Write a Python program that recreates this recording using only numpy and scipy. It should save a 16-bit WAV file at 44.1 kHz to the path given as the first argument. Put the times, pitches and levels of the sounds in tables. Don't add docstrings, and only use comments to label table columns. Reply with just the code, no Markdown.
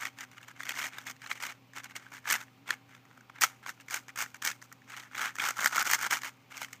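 import sys
import numpy as np
from scipy import signal
from scipy.fft import rfft, irfft, next_fast_len
from scipy.io import wavfile
from scipy.ndimage import map_coordinates

SR = 44100
rng = np.random.default_rng(int(sys.argv[2]) if len(sys.argv) > 2 else 0)


def log_audio(samples):
    frames = np.atleast_2d(samples).T
    limited = np.clip(frames, -1, 1)
    pcm = np.round(limited * 32767).astype(np.int16)
    wavfile.write(sys.argv[1], SR, pcm)


N = 299859

# (fastest moment [s], rise [s], fall [s], relative rubbing level [dB],
# relative brightness [dB], hollow pitch [Hz])
TURNS = [(0.049, 0.28, 0.043, -38, -6.5, 1930), (.21, 0.044, 0.042, -42, -7.5, 1820),
         (.335, 0.049, 0.05, -56.5, -7, 1800), (.38, 0.017, 0.014, -50.5, -8, 1730),
         (.408, .01, 0.014, -59, -12, 1800), (.435, 0.04, 0.027, -54, -8, 1830),
         (.487, 0.023, 0.036, -51, -8, 1580), (.57, 0.024, 0.016, -54.5, -13, 1800),
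         (.61, 0.034, 0.037, -48, -5.5, 1890), (.662, 0.018, 0.022, -37.5, -9, 2000),
         (.7, 0.027, 0.038, -38, -6.5, 2050), (0.819, .11, 0.084, -37, -5, 1980),
         (0.949, 0.047, 0.085, -48, -11.5, 1874), (1.02, 0.043, 0.031, -54.5, -4, 1790),
         (1.085, 0.038, 0.045, -41, -6, 1970), (1.25, 0.062, 0.092, -49.5, -7.5, 1903),
         (1.317, 0.032, 0.022, -38.5, -4.5, 1880), (1.359, 0.03, 0.036, -46, -8, 1950),
         (1.441, 0.048, 0.048, -38, -4.5, 1890), (1.495, 0.025, 0.036, -43, -8.5, 1880),
         (1.781, 0.043, 0.039, -43, -8.5, 1752), (1.846, .02, 0.028, -45.5, -10.5, 1930),
         (1.911, 0.034, 0.019, -50.5, -8, 1814), (1.965, 0.015, 0.016, -39, -6, 2010),
         (2.03, 0.13, 0.081, -56.5, -10, 1720), (2.157, 0.057, 0.04, -47.5, -6, 1675),
         (2.32, 0.079, 0.078, -33, -6, 1807), (2.41, .02, 0.038, -48.5, -5, 1480),
         (2.705, 0.047, 0.05, -40, -10, 1850), (2.94, 0.072, 0.056, -57, -9, 1630),
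         (3.15, 0.17, .14, -66, -11, 1420), (3.37, 0.047, 0.055, -53.5, -21, 1650),
         (3.43, 0.026, .04, -27, -2.5, 1790), (3.51, 0.025, .05, -59.5, -16, 1600),
         (3.64, 0.021, 0.025, -52.5, -14, 1488), (3.69, 0.03, 0.027, -39.5, -2.5, 1643),
         (3.81, .015, 0.018, -53, -3.5, 1650), (3.934, 0.046, 0.067, -37, -3.5, 1656),
         (4.095, 0.011, 0.018, -49.5, -7, 1600), (4.203, 0.042, 0.053, -34.5, -1.5, 1610),
         (4.356, 0.014, .02, -53.5, -7, 1610), (4.47, 0.046, 0.061, -33.5, -3, 1783),
         (4.63, 0.014, 0.035, -57.5, -1, 1460), (4.95, 0.085, 0.082, -44, -6.5, 1826),
         (5.04, 0.078, .06, -54, -7, 1700), (5.23, .11, 0.087, -34, -8.5, 1605),
         (5.3, .03, .025, -49, -8, 1565), (5.441, 0.066, 0.084, -28, -7, 1503),
         (5.652, .1, 0.05, -29, -5.5, 1487), (5.781, 0.073, 0.064, -27.5, -8.5, 1495),
         (5.87, 0.032, 0.029, -32.5, -2, 1520), (5.93, 0.057, 0.037, -26.5, -1.5, 1531),
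         (6.045, 0.074, .04, -31.5, -5.5, 1563), (6.125, 0.032, 0.052, -30, -3, 1715),
         (6.175, 0.028, .025, -41, -4, 1610), (6.254, 0.044, .05, -38, -4.5, 1834),
         (6.53, 0.033, .03, -46, -7, 1948), (6.575, 0.048, 0.028, -42.5, -6.5, 1965),
         (6.635, 0.049, 0.031, -38, -4.5, 2020), (6.73, 0.037, 0.053, -55.5, -3.5, 1854)]
# (time [s], relative peak level [dB], edge crack relative to the ring [dB])
CLEAR_KNOCKS = [(0.01, -32, -7), (0.0537, -17.5, -18), (0.0697, -22, -21), (0.187, -26.5, -16),
                (0.2075, -29, -8), (0.2309, -29, -19), (0.3152, -38, -16), (0.381, -30.5, -21),
                (0.4299, -33, -18), (0.4828, -32, -14), (0.5132, -35.5, -17), (0.5663, -44, -15),
                (0.5955, -38, -20), (0.605, -20.5, -24), (0.633, -22, -19), (0.6537, -30.5, -11),
                (0.6929, -17, -9.5), (0.7068, -19, -24), (0.741, -28, -19), (0.7612, -25, -20),
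                (0.7735, -21, -17), (0.7896, -20.5, -16), (0.8152, -22, -23), (0.828, -21, -18),
                (0.8415, -20.5, -15), (0.8547, -23.5, -14), (0.8673, -23.5, -12), (0.9333, -29.5, -23),
                (0.9846, -21, -15), (1.068, -23.5, -16), (1.0853, -28, -14), (1.1114, -30, -9),
                (1.1645, -40.5, -15), (1.2184, -31.5, -14.5), (1.2627, -25.5, -20.5), (1.3139, -14, -31),
                (1.4027, -24.5, -17), (1.4247, -32, -12), (1.4315, -32, -20), (1.4361, -22.5, -19),
                (1.4516, -21.5, -16), (1.4964, -35, -26), (1.5224, -32, -14), (1.7347, -37.5, -12.5),
                (1.7641, -30.5, -11), (1.7834, -26.5, -10.5), (1.8432, -28, -8), (1.9555, -26, -19),
                (1.9639, -23.5, -11.5), (2.0654, -35, -28), (2.1204, -30, -16.5), (2.2557, -23.5, -27),
                (2.276, -21, -24), (2.3017, -12.5, -9), (2.3104, -10.5, -7), (2.3236, -11, -7),
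                (2.3284, -12.5, -6), (2.3401, -13, -11), (2.354, -19, -12), (2.36, -18, -15),
                (2.413, -27.5, -12), (2.4824, -41, -26), (2.679, -29, -17), (2.7062, -8.5, -15),
                (2.7392, -32, -13.5), (2.8927, -44, -14), (2.9494, -35, -19), (3.053, -42.5, -18),
                (3.1117, -39, -24), (3.1764, -40.5, -17), (3.209, -41, -14.5), (3.2992, -30.5, -26),
                (3.3568, -43, -18), (3.3616, -34, -24), (3.3853, -32, -21), (3.4123, -22.5, 2),
                (3.4189, -9.5, -9), (3.4242, -12, -9), (3.4362, -6.5, -10.5), (3.4584, -30, -15),
                (3.63, -41, -16), (3.663, -22, -18.5), (3.6923, -21.5, -16), (3.7768, -44, -27),
                (3.8005, -36.5, -18), (3.8843, -28.5, -15), (3.9004, -32, -11), (3.909, -25, -6),
                (3.9428, -17.5, -6.5), (3.9612, -31, -3), (4.0828, -32.5, -9), (4.0921, -29.5, -21),
                (4.1602, -25, -12), (4.1756, -22.5, -12), (4.1877, -20.5, -8.5), (4.2247, -23.5, -2.5),
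                (4.2617, -29.5, -19), (4.345, -27.5, -15.5), (4.3666, -41, -9), (4.4233, -20.5, -9.5),
                (4.4506, -18, -2), (4.4624, -17.5, -8), (4.4743, -15, -6.5), (4.5145, -22, -14),
                (4.6173, -39, -11), (4.625, -32.5, -9.5), (4.7172, -35, -28), (4.7257, -33, -8.5),
                (4.819, -44, -20), (4.8778, -42, -19), (4.8978, -36, -17), (4.9208, -35, -21),
                (4.9386, -27, -24), (4.9659, -29.5, -12), (4.98, -32, -26), (5.0344, -33, -18),
                (5.1133, -36.5, -25), (5.133, -32.5, -23), (5.1511, -19, -23), (5.1693, -24, -28),
                (5.1944, -21, -19), (5.215, -20, -15.5), (5.257, -16.5, -17), (5.2751, -25, -18),
                (5.3549, -27.5, -9), (5.3654, -30, -10), (5.3856, -19, -16), (5.4006, -13.5, -22),
                (5.421, -20, -13), (5.4334, -23, -16), (5.459, -25, -11), (5.474, -18, -13),
                (5.5073, -19, -8.5), (5.5607, -36, -32), (5.5895, -17.5, -25), (5.5942, -15.5, -23),
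                (5.6122, -20.5, -21), (5.6246, -15.5, -20), (5.6445, -11.5, -11), (5.659, -4.5, -12.5),
                (5.6727, -14.5, -9), (5.7114, -26, -16), (5.7251, -25, -13), (5.7287, -19.5, -17),
                (5.7478, -21, -10), (5.7603, -20, -6), (5.7667, -13.5, -12), (5.781, -8, -18),
                (5.7958, -17.5, -7), (5.8054, -19, -14), (5.826, -17, -8.5), (5.8541, -22, -10),
                (5.8737, -15, -12), (5.9005, -12, -12), (5.913, -11, -7.5), (5.934, -7.5, -11),
                (5.9424, -19, -14), (5.9477, -14.5, -6), (5.9906, -22, -12), (6.0258, -22, -5),
                (6.0439, -16, -20), (6.065, -17, -15), (6.11, -11.5, -11), (6.1292, -8.5, -15.5),
                (6.1454, -20, -15), (6.157, -22.5, -11), (6.1704, -19.5, -15), (6.2184, -25, -14),
                (6.2339, -22, -14), (6.2464, -20.5, -16), (6.2623, -26, -18), (6.5096, -39, -23),
                (6.57, -28, -9.5), (6.6209, -27, -23), (6.6462, -25, -16), (6.6842, -37, -19),
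                (6.7311, -26, -9)]
# (ratio to the hollow pitch [1], relative level [dB], decay time t60 [s])
SHELL_MODES = [(.62, -12, 0.011), (.8, -12, 0.01), (1, -4, 0.013), (1.18, -10, 0.015), (1.5, -9.5, 0.015),
               (2, -15, 0.011)]
# (frequency [Hz], relative level [dB])
EDGE_COLOUR = [(1760, -27), (3000, -4.5), (3940, -10), (4250, -6.5), (5140, -4), (6480, 0.5), (9490, -11.5),
               (10200, -16), (14600, -8), (15300, -11)]
# (frequency [Hz], width [Hz], relative level [dB])
CUPPED_MODES = [(840, 110, -7.5), (1405, 180, -3), (2140, 236, -6.5), (3100, 840, -13)]
# (frequency [Hz], width [Hz], relative level [dB])
OPEN_MODES = [(826, 377, -5.5), (1550, 143, 0.5), (2172, 113, 3), (2870, 550, -5.5)]
# (frequency [Hz], gain [dB])
HANDS_GAIN = [(60, -41), (200, -11), (350, -1.5), (600, -4), (800, -5), (1080, -3), (1250, -0.5),
              (2300, -2.5), (2600, -5.5), (4000, -2), (5000, -1)]
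# (frequency [Hz], decay time t60 [s])
ROOM_DECAY = [(300, 0.71), (2000, 0.14), (10000, 0.3)]
# (frequency [Hz], rms level [dB], wavering [dB])
HUM_TONES = [(121, -68.5, .5), (266.4, -70.5, 3), (780, -78, 1.5)]
# (frequency [Hz], relative level [dB])
RUMBLE_COLOUR = [(25, -24), (60, 1), (80, 0.5), (160, 2), (250, 2.5), (300, -13), (400, -47)]
# (frequency [Hz], relative level [dB])
HISS_COLOUR = [(200, -24), (300, -6.5), (420, -8), (600, -8), (720, -12.5), (900, -8.5), (1200, -8),
               (1600, -18), (2400, -9), (3300, -15.5), (6000, -22.5), (9800, -34), (15300, -22.5)]
# (frequency [Hz], gain [dB])
BAND_GAIN = [(20, -21), (50, -11), (70, -7.5), (110, 2), (15270, 0), (15340, -25), (16400, -37)]
TOP_HZ = 16480

FADE_DB, START_ROUNDNESS, STOP_ROUNDNESS = 25, 2.54, 3.62
SETTLE_DB, SETTLE_DB_PER_S = -21, 257
REST_DB = -71

RATTLE_GAP_S = 0.005
RATTLE_DB, RATTLE_SPREAD_DB = 8, 6
RATTLE_CRACK_DB, CRACK_SPREAD_DB = -11, 5
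PITCH_SPREAD = 0.12
CLEAR_S = 0.0035
TOUCH_S, TOUCH_DB = 0.0022, -10

SHEEN_HZ, SHEEN_GROWS, USUAL_BRIGHT_DB = 9050, 0.35, -5.5


def turning():
    t = np.arange(0, N + 64, 64) / SR
    fastest, rise, fall, db, bright_db, hz = np.transpose(TURNS)[:, :, None]
    before = t < fastest
    away = np.where(before, (fastest - t) / rise, (t - fastest) / fall)
    arc_db = db - FADE_DB * away ** np.where(before, START_ROUNDNESS, STOP_ROUNDNESS)
    settle_db = db + SETTLE_DB - SETTLE_DB_PER_S * np.maximum(t - fastest - fall, 0)
    power = amp(arc_db) ** 2 + (t > fastest) * amp(settle_db) ** 2
    share = power + 1e-9 / (1 + away) ** 4
    share = share / share.sum(0)
    level_db = 10 * np.log10(power.sum(0) + amp(REST_DB) ** 2)
    curves = level_db, (share * bright_db).sum(0), (share * hz).sum(0)
    return [np.interp(np.arange(N) / SR, t, curve) for curve in curves]


def rubbing(level_db, bright_db, hz, slips_per_s=500, spread_db=5.0, smooth=0.76):
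    slips = (rng.random(N) < slips_per_s / SR) * amp(spread_db * rng.standard_normal(N))
    slip_decay = amp(-60 * np.arange(SR // 100) / SR / 0.0098)
    burst = signal.fftconvolve(slips, slip_decay)[:N]
    drag = unit((smooth + unit(burst)) * amp(1.82 * wobble(70)))
    body_drive, edge_drive = drag * rng.standard_normal((2, N))
    openness = np.clip((hz - 1500) / 500, 0, 1)
    cupped = np.sqrt(1 - openness) * resonant(body_drive, CUPPED_MODES)
    opened = np.sqrt(openness) * resonant(body_drive, OPEN_MODES)
    edge = signal.fftconvolve(edge_drive, causal(EDGE_COLOUR))[:N]
    sheen = filtered(edge, lambda f: f > SHEEN_HZ)
    sheen_gain = amp(SHEEN_GROWS * (bright_db - USUAL_BRIGHT_DB))
    edge = (edge + sheen * (sheen_gain - 1)) * amp(bright_db + 1.14)
    return amp(level_db - 4.0) * (cupped + opened + edge)


def knocks(level_db, bright_db, hz):
    gap, size, edge = rng.standard_normal((2000, 3)).T
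    clear_s, clear_db, clear_crack_db = np.transpose(CLEAR_KNOCKS)
    early, soft = rng.standard_normal((len(clear_s), 2)).T
    clear_s = np.append(clear_s, clear_s - TOUCH_S * np.exp(0.3 * early))
    clear_db = np.append(clear_db, clear_db + TOUCH_DB + 3 * soft)
    clear_crack_db = np.tile(clear_crack_db, 2)

    rattle_s = np.cumsum(np.exp(0.4 * gap)) * RATTLE_GAP_S
    nearest_s = np.abs(rattle_s[:, None] - clear_s).min(axis=1)
    keep = (rattle_s < N / SR) & (nearest_s > CLEAR_S)
    at = (rattle_s[keep] * SR).astype(int)
    rattle_db = level_db[at] + RATTLE_DB + RATTLE_SPREAD_DB * np.clip(size[keep], -3, 0.9)
    rattle_crack_db = bright_db[at] + RATTLE_CRACK_DB + CRACK_SPREAD_DB * edge[keep]

    s = np.append(clear_s, rattle_s[keep])
    db = np.append(clear_db, rattle_db)
    crack_db = np.append(clear_crack_db, rattle_crack_db)
    detune = PITCH_SPREAD * np.tanh(rng.standard_normal(len(s)))
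    pitch = hz[(s * SR).astype(int)] * (1 + detune)
    return np.transpose([s, db, pitch, crack_db])


def clicks(hits):
    s, db, hz, crack_db = np.transpose(hits)[:, :, None]
    t = np.arange(SR // 40) / SR
    chance = rng.standard_normal((len(s), len(t) + 3 * len(SHELL_MODES)))
    ring = 0
    for k, (ratio, mode_db, t60) in enumerate(SHELL_MODES):
        detune, strength, phase = (chance[:, [3 * k + j]] for j in range(3))
        swing = np.sin(2 * np.pi * hz * ratio * (1 + 0.066 * detune) * t + 2 * phase)
        ring = ring + amp(mode_db + 3.74 * strength - 60 * t / t60) * swing
    ring = ring * (1 - np.exp(-t / 0.00033)) ** 2
    decay = amp(-60 * t / 0.0022) + 0.37 * amp(-60 * t / 0.022)
    chatter = decay * (1 - np.exp(-t / 0.000094)) * chance[:, -len(t):]
    bluntness = np.tanh(chance[:, [0]] - 0.12 * (crack_db + 9))
    chatter[:, 1:] += 0.46 * bluntness * chatter[:, :-1]
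    crack = signal.fftconvolve(chatter, causal(EDGE_COLOUR)[None], axes=1)[:, :len(t)]
    rows = amp(db - 4.0) * peak_one(ring) + amp(db + crack_db + 7.0) * peak_one(crack)
    return placed(s[:, 0], rows)


def thumps(hits):
    s, db, _, _ = np.transpose(hits)[:, :, None]
    t = np.arange(SR // 20) / SR
    pitch, strength = rng.standard_normal((len(s), 2)).T[:, :, None]
    swing = np.sin(2 * np.pi * 260 * (1 + 0.19 * np.tanh(pitch)) * t)
    push = swing * amp(-60 * t / 0.029) * (1 - np.exp(-t / 0.00068))
    return placed(s[:, 0], amp(0.73 * db - 38 + 1.9 * strength) * push)


def room(x):
    hz, t, bins = signal.stft(rng.standard_normal(SR // 3), SR, nperseg=256)
    decay = amp(-60 * t / along(ROOM_DECAY, hz)[:, None])
    tail = signal.istft(bins * decay, SR, nperseg=256)[1]
    delayed = np.pad(x, (250, 0))
    return signal.fftconvolve(delayed, tail / np.linalg.norm(tail))[:N]


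def background():
    t = np.arange(N) / SR
    tones = 0
    for hz, db, waver_db in HUM_TONES:
        level = np.sqrt(2) * amp(db + waver_db * wobble(16))
        tones = tones + level * np.sin(2 * np.pi * hz * t + 0.69 * waver_db * wobble(13))
    rumble = unit(filtered(rng.standard_normal(N), lambda hz: amp(along(RUMBLE_COLOUR, hz))))
    hiss = unit(filtered(rng.standard_normal(N), lambda hz: amp(along(HISS_COLOUR, hz))))
    return tones + amp(-70.5) * rumble + amp(-66.5) * hiss


def amp(db):
    return 10 ** (np.asarray(db) / 20)


def unit(x):
    return x / np.sqrt(np.mean(x ** 2) + 1e-20)


def peak_one(rows):
    return rows / np.abs(rows).max(axis=1, keepdims=True)


def along(points, hz):
    f, v = np.transpose(points)
    return np.interp(np.log(hz + 1), np.log(f + 1), v)


def wobble(rate):
    knots = rng.standard_normal(int(N * rate / SR) + 4)
    return map_coordinates(knots, [np.arange(N) * rate / SR])


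def filtered(x, response):
    m = next_fast_len(N + SR // 2)
    return irfft(rfft(x, m) * response(np.fft.rfftfreq(m, 1 / SR)), m)[:N]


def resonant(x, modes):
    def response(f):
        total = 0
        for k, (centre, width, db) in enumerate(modes):
            damping = 1j * f * width
            total = total + (-1) ** k * amp(db) * damping / (centre * centre - f * f + damping)
        return total
    return unit(filtered(x, response))


def causal(points):
    size = 2048
    magnitude = amp(along(points, np.fft.rfftfreq(size, 1 / SR)))
    cepstrum = irfft(np.log(np.maximum(magnitude, 1e-4)))
    cepstrum[1:size // 2] *= 2
    cepstrum[size // 2 + 1:] = 0
    pulse = irfft(np.exp(rfft(cepstrum)))[:size // 2]
    return pulse / np.linalg.norm(pulse)


def placed(seconds, rows):
    at = np.round(seconds * SR).astype(int)[:, None] + np.arange(rows.shape[1])
    return np.bincount(at.ravel(), rows.ravel(), N + SR)[:N]


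def scene():
    turns = turning()
    hits = knocks(*turns)
    plastic = clicks(hits) + rubbing(*turns)
    radiated = filtered(plastic, lambda hz: amp(along(HANDS_GAIN, hz)))
    cube = radiated + thumps(hits)
    return (cube + amp(-23.5) * room(cube) + background())[None]


def record(dry):
    return filtered(dry[0], lambda hz: amp(along(BAND_GAIN, hz)) * (hz < TOP_HZ))[None]


dry = scene()
out = record(dry)
log_audio(out)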